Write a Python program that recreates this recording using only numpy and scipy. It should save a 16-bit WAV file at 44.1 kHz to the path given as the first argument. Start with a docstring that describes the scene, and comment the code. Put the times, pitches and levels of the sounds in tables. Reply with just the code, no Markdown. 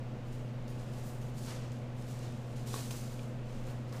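"""Kittens and a tinsel teaser

A quiet, bare room with a dull rush of air and a steadily humming appliance.
Tinsel is swished over the wooden floor in short strokes; its foil strips crinkle, scrape and snap.
A kitten pounces through it: claws tick on the varnish, paws set a floorboard ringing."""
import sys
import numpy as np
from scipy import signal
from scipy.fft import rfft, irfft, next_fast_len
from scipy.io import wavfile
from scipy.ndimage import map_coordinates

SR = 44100
rng = np.random.default_rng(int(sys.argv[2]) if len(sys.argv) > 2 else 0)


def materialize(psi):
    """Save the field psi as 16-bit PCM at rate SR to the path in sys.argv[1].

    A 1-D psi becomes a single channel; in a 2-D psi each row is a channel.
    """
    bounded = np.clip(np.atleast_2d(psi).T, -1, 1)
    quanta = np.round(bounded * 32767).astype(np.int16)
    wavfile.write(sys.argv[1], SR, quanta)


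N = 176400
CREASE_SPREAD_DB, HIT_WET_DB = 4, -10.5


def amp(db):
    """Decibels to gain."""
    return 10 ** (np.asarray(db) / 20)


def unit(x):
    """Scale to rms 1."""
    return x / np.sqrt(np.mean(x ** 2) + 1e-20)


def decay(t, t60_s):
    """Exponential fall, 60 dB in t60_s."""
    return np.exp(-np.log(1000) * t / t60_s)


def along(points, hz):
    """Interpolate (Hz, value) points on a log frequency axis."""
    points_hz, values = np.transpose(points)
    return np.interp(np.log(hz + 1), np.log(points_hz + 1), values)


def filtered(x, response):
    """Filter x by the gain response(hz)."""
    n = x.shape[-1]
    n_fft = next_fast_len(n + SR // 10)
    hz = np.fft.rfftfreq(n_fft, 1 / SR)
    return irfft(rfft(x, n_fft) * response(hz), n_fft)[..., :n]


def wobble(knots_per_s):
    """Smooth random curve, N samples."""
    return map_coordinates(rng.standard_normal(256), [np.arange(N) * knots_per_s / SR], mode="wrap")


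def add(track, start_s, sound):
    """Mix a sound into the track."""
    part = track[max(round(start_s * SR), 0):][:len(sound)]
    part += sound[:len(part)]


def in_room(x, wet_db):
    """Add a diffuse tail; each frequency dies at its own speed."""
    # room decay: (frequency [Hz], t60 [s])
    reverb_times = [(200, 0.35), (2000, 0.53), (7000, 0.63), (15000, 0.22)]
    hz, t, noise = signal.stft(rng.standard_normal(SR // 2), SR, nperseg=256)
    tail = signal.istft(noise * decay(t, along(reverb_times, hz)[:, None]), SR)[1]
    response = amp(wet_db) * tail / np.linalg.norm(tail)
    response[0] += 1  # direct sound
    return signal.fftconvolve(x, response)


def air(level_db=-45.5, side_db=-50):
    """Dull rush of the room, nearly mono."""
    # rush spectrum: (frequency [Hz], relative density [dB])
    spectrum = [(5, -6.5), (20, 11.5), (35, -4.5), (55, -2), (75, -6), (100, -1), (140, 3), (180, -5),
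                (225, -1.5), (280, -5), (345, -6), (400, -9.5), (510, -6), (760, -14), (1100, -18),
                (1800, -22.5), (2800, -25), (4000, -31.5), (7000, -37.5), (10000, -45.5), (15000, -49)]
    mid, side = unit(filtered(rng.standard_normal((2, N)), lambda hz: amp(along(spectrum, hz))))
    side = amp(side_db) * side
    return amp(level_db) * np.array([mid + side, mid - side])


def appliance(hum_hz=122.0, hum_waver_rad=0.021, motor_waver_rad=1, waver_db=0.5, waver_per_s=4.986):
    """Steady harmonic hum plus a few less steady motor tones."""
    # hum harmonics: (multiple of hum_hz, rms level [dB])
    harmonics = [(1, -42), (2, -54), (3, -70), (4, -62.5), (5, -67.5), (6, -68), (7, -71.5), (9, -76)]
    # motor tones: (frequency [Hz], rms level [dB])
    motor = [(139.6, -56), (216, -59), (221.5, -57.5), (518, -66), (561, -71), (657, -72)]
    tones = [(k * hum_hz, db, hum_waver_rad) for k, db in harmonics]
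    tones += [(hz, db, motor_waver_rad) for hz, db in motor]
    out, t = np.zeros(N), np.arange(N) / SR
    for hz, db, waver_rad in tones:
        peak = np.sqrt(2) * amp(db + waver_db * wobble(waver_per_s))
        phase = 2 * np.pi * (hz * t + rng.random()) + waver_rad * wobble(waver_per_s)
        out += peak * np.sin(phase)
    return out


def crinkles(n, per_s=6000):
    """Dense hail of tiny impulses of uneven size."""
    chance, size, sign = rng.random(n), rng.standard_normal(n), rng.choice([-1, 1], n)
    return (chance < per_s / SR) * sign * amp(CREASE_SPREAD_DB * np.clip(size, -2, 2))


def crackles(n, per_s=80, t60_s=0.0048):
    """Larger creases pop sparsely, each a very short noise burst."""
    pops = (rng.random(n) < per_s / SR) * amp(CREASE_SPREAD_DB * rng.uniform(-0.75, 1, n))
    envelope = signal.lfilter([1], [1, -decay(1 / SR, t60_s)], pops)
    return unit(envelope * rng.standard_normal(n))


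def tinsel(release_s=0.076, jerk_db=1.1, jerks_per_s=34.4, crackle_db=-13.5, pivot_hz=6500):
    """Each stroke crinkles the foil and scrapes it over the boards, then the strips settle."""
    # strokes: (start [s], rise [s], hold [s], level [dB], foil tilt [dB/octave], scrape re foil [dB])
    strokes = [(0.226, 0.048, .04, -72.5, 2, -12), (0.315, .01, 0.037, -66, 0, -9),
               (0.674, 0.0039, 0.022, -63.5, 1, 2), (0.757, 0.038, 0.1, -65.5, -2.5, 3.5),
               (0.906, 0.029, 0.11, -62, 0, 0.5), (1.028, 0.013, 0.044, -58, 5.5, -6),
               (1.208, 0.0092, 0.023, -64.5, 0, -3), (1.332, .02, 0.017, -65, 0, -4),
               (1.363, 0.015, 0.075, -57, 1, -11), (1.451, 0.03, 0.013, -52.5, -2.5, 3.5),
               (1.602, 0.014, 0.026, -59.5, -7, 0), (1.715, .005, 0.016, -66, -.5, -18),
               (1.936, 0.042, 0.11, -65.5, -0.5, -2), (2.059, 0.027, 0.035, -59.5, -0.5, -17),
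               (2.181, 0.014, 0.053, -60, -4, -0.5), (2.297, .02, 0.32, -69, -1.5, -14),
               (2.555, 0.0084, 0.034, -61, -1.5, 0), (2.654, 0.024, 0.039, -51.5, 0, -5),
               (2.726, 0.0065, 0.052, -48.5, 0.5, -3), (2.832, 0.017, 0.037, -56.5, 3, -12),
               (2.905, 0.0024, 0.011, -51, 0.5, -2), (2.95, 0.016, 0.066, -55.5, 0, -21),
               (3.082, 0.038, 0.11, -64.5, 0.5, -1), (3.416, 0.085, 0.15, -66, -3.5, -4),
               (3.653, 0.018, 0.024, -64.5, 2, 7.5), (3.852, .04, .03, -68, -3, -2),
               (3.923, .006, 0.065, -60.5, 0.5, 6)]
    # foil crinkle: (frequency [Hz], relative density [dB])
    foil_spectrum = [(600, -37), (1500, -14), (2800, -1.5), (4200, 1), (5500, 1), (7200, 1.7), (9000, -1.5),
                     (11000, -4.5), (15000, -7.5)]
    # scrape on the boards: (frequency [Hz], relative density [dB])
    scrape_spectrum = [(100, 2), (350, 6.5), (700, 5), (1200, 1.5), (2000, -5), (3200, -9), (6000, -15),
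                       (15000, -51)]
    n = SR // 2
    out, t = np.zeros(N), np.arange(n) / SR
    for start_s, rise_s, hold_s, db, tilt_db_oct, scrape_db in strokes:
        motion = np.minimum(t / rise_s, 1) * np.exp(-np.maximum(t - rise_s - hold_s, 0) / release_s)
        motion *= amp(jerk_db * wobble(jerks_per_s)[:n])  # strips catch and slip
        creases = unit(crinkles(n)) + amp(crackle_db) * crackles(n)
        foil_gain = lambda hz: amp(along(foil_spectrum, hz) + tilt_db_oct * np.log2((hz + 1) / pivot_hz))
        foil = unit(filtered(creases, foil_gain))
        scrape = unit(filtered(crinkles(n), lambda hz: amp(along(scrape_spectrum, hz))))
        rustle = amp(db) * motion * (foil + amp(scrape_db) * scrape)
        add(out, start_s, in_room(rustle, wet_db=-5))
    return out


def contact(centre_hz, width_oct, t60_s):
    """Short, dead ring: a decaying band of noise."""
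    t = np.arange(SR // 10) / SR
    band = lambda hz: np.exp(-.5 * (np.log2((hz + 1) / centre_hz) / width_oct) ** 2)
    ring = unit(filtered(rng.standard_normal(len(t)), band))
    return .5 * ring * decay(t, t60_s)


def foil_snaps():
    """Single strips flick over and snap."""
    # snaps: (time [s], level [dB], centre [Hz])
    snaps = [(0.332, -47, 6000), (.626, -55, 7000), (.681, -41.5, 4740), (.798, -51, 6500),
             (1.2156, -50, 6000), (1.37, -48, 5000), (1.3823, -45, 7100), (1.463, -41, 7000),
             (1.623, -44, 5000), (1.719, -43.5, 6150), (2.023, -48, 6500), (2.1106, -48, 7800),
             (2.191, -44, 6960), (2.323, -50, 8000), (2.583, -48, 6000), (2.6753, -48, 4500),
             (2.6858, -44, 4500), (2.735, -42, 7300), (2.742, -35, 4950), (2.792, -39, 5600),
             (2.909, -34.5, 5670), (2.9136, -38, 6500), (2.964, -44, 12000), (3.132, -51, 5800),
             (3.67, -49.5, 6500), (3.926, -42, 5500)]
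    out = np.zeros(N)
    for start_s, db, centre_hz in snaps:
        snap = contact(centre_hz, width_oct=0.39, t60_s=0.0097)
        add(out, start_s, in_room(amp(db) * snap, HIT_WET_DB))
    return out


def paw_knocks():
    """Landing paws briefly ring a floorboard."""
    # landings: (time [s], level [dB])
    landings = [(2.7415, -31.5), (2.7614, -41), (3.927, -45)]
    # floorboard modes: (frequency [Hz], relative level [dB], t60 [s])
    modes = [(450, -11.5, 0.053), (634, -11, 0.038), (850, -7, 0.02), (1120, 0, 0.019), (1560, -8, 0.0043),
             (3740, -8, 0.011)]
    out, t = np.zeros(N), np.arange(SR // 10) / SR
    knock = sum(amp(db) * np.sin(2 * np.pi * hz * t) * decay(t, t60_s) for hz, db, t60_s in modes)
    for start_s, db in landings:
        add(out, start_s, in_room(amp(db) * knock, HIT_WET_DB))
    return out


def claw_taps():
    """Claws tick on the varnish."""
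    # taps: (time [s], level [dB], centre [Hz], width [octaves], t60 [s])
    taps = [(2.909, -34.5, 2800, 0.8, 0.022), (3.1927, -38, 2650, 0.52, 0.015),
            (3.944, -45.5, 1550, 0.49, 0.08)]
    out = np.zeros(N)
    for start_s, db, centre_hz, width_oct, t60_s in taps:
        add(out, start_s, in_room(amp(db) * contact(centre_hz, width_oct, t60_s), HIT_WET_DB))
    return out


def scene():
    """Hum and play, centred in the room's rush."""
    return air() + appliance() + tinsel() + foil_snaps() + paw_knocks() + claw_taps()


def record(dry):
    """Brick-wall low-pass."""
    return filtered(dry, lambda hz: hz < 15250)


dry = scene()
out = record(dry)
materialize(out)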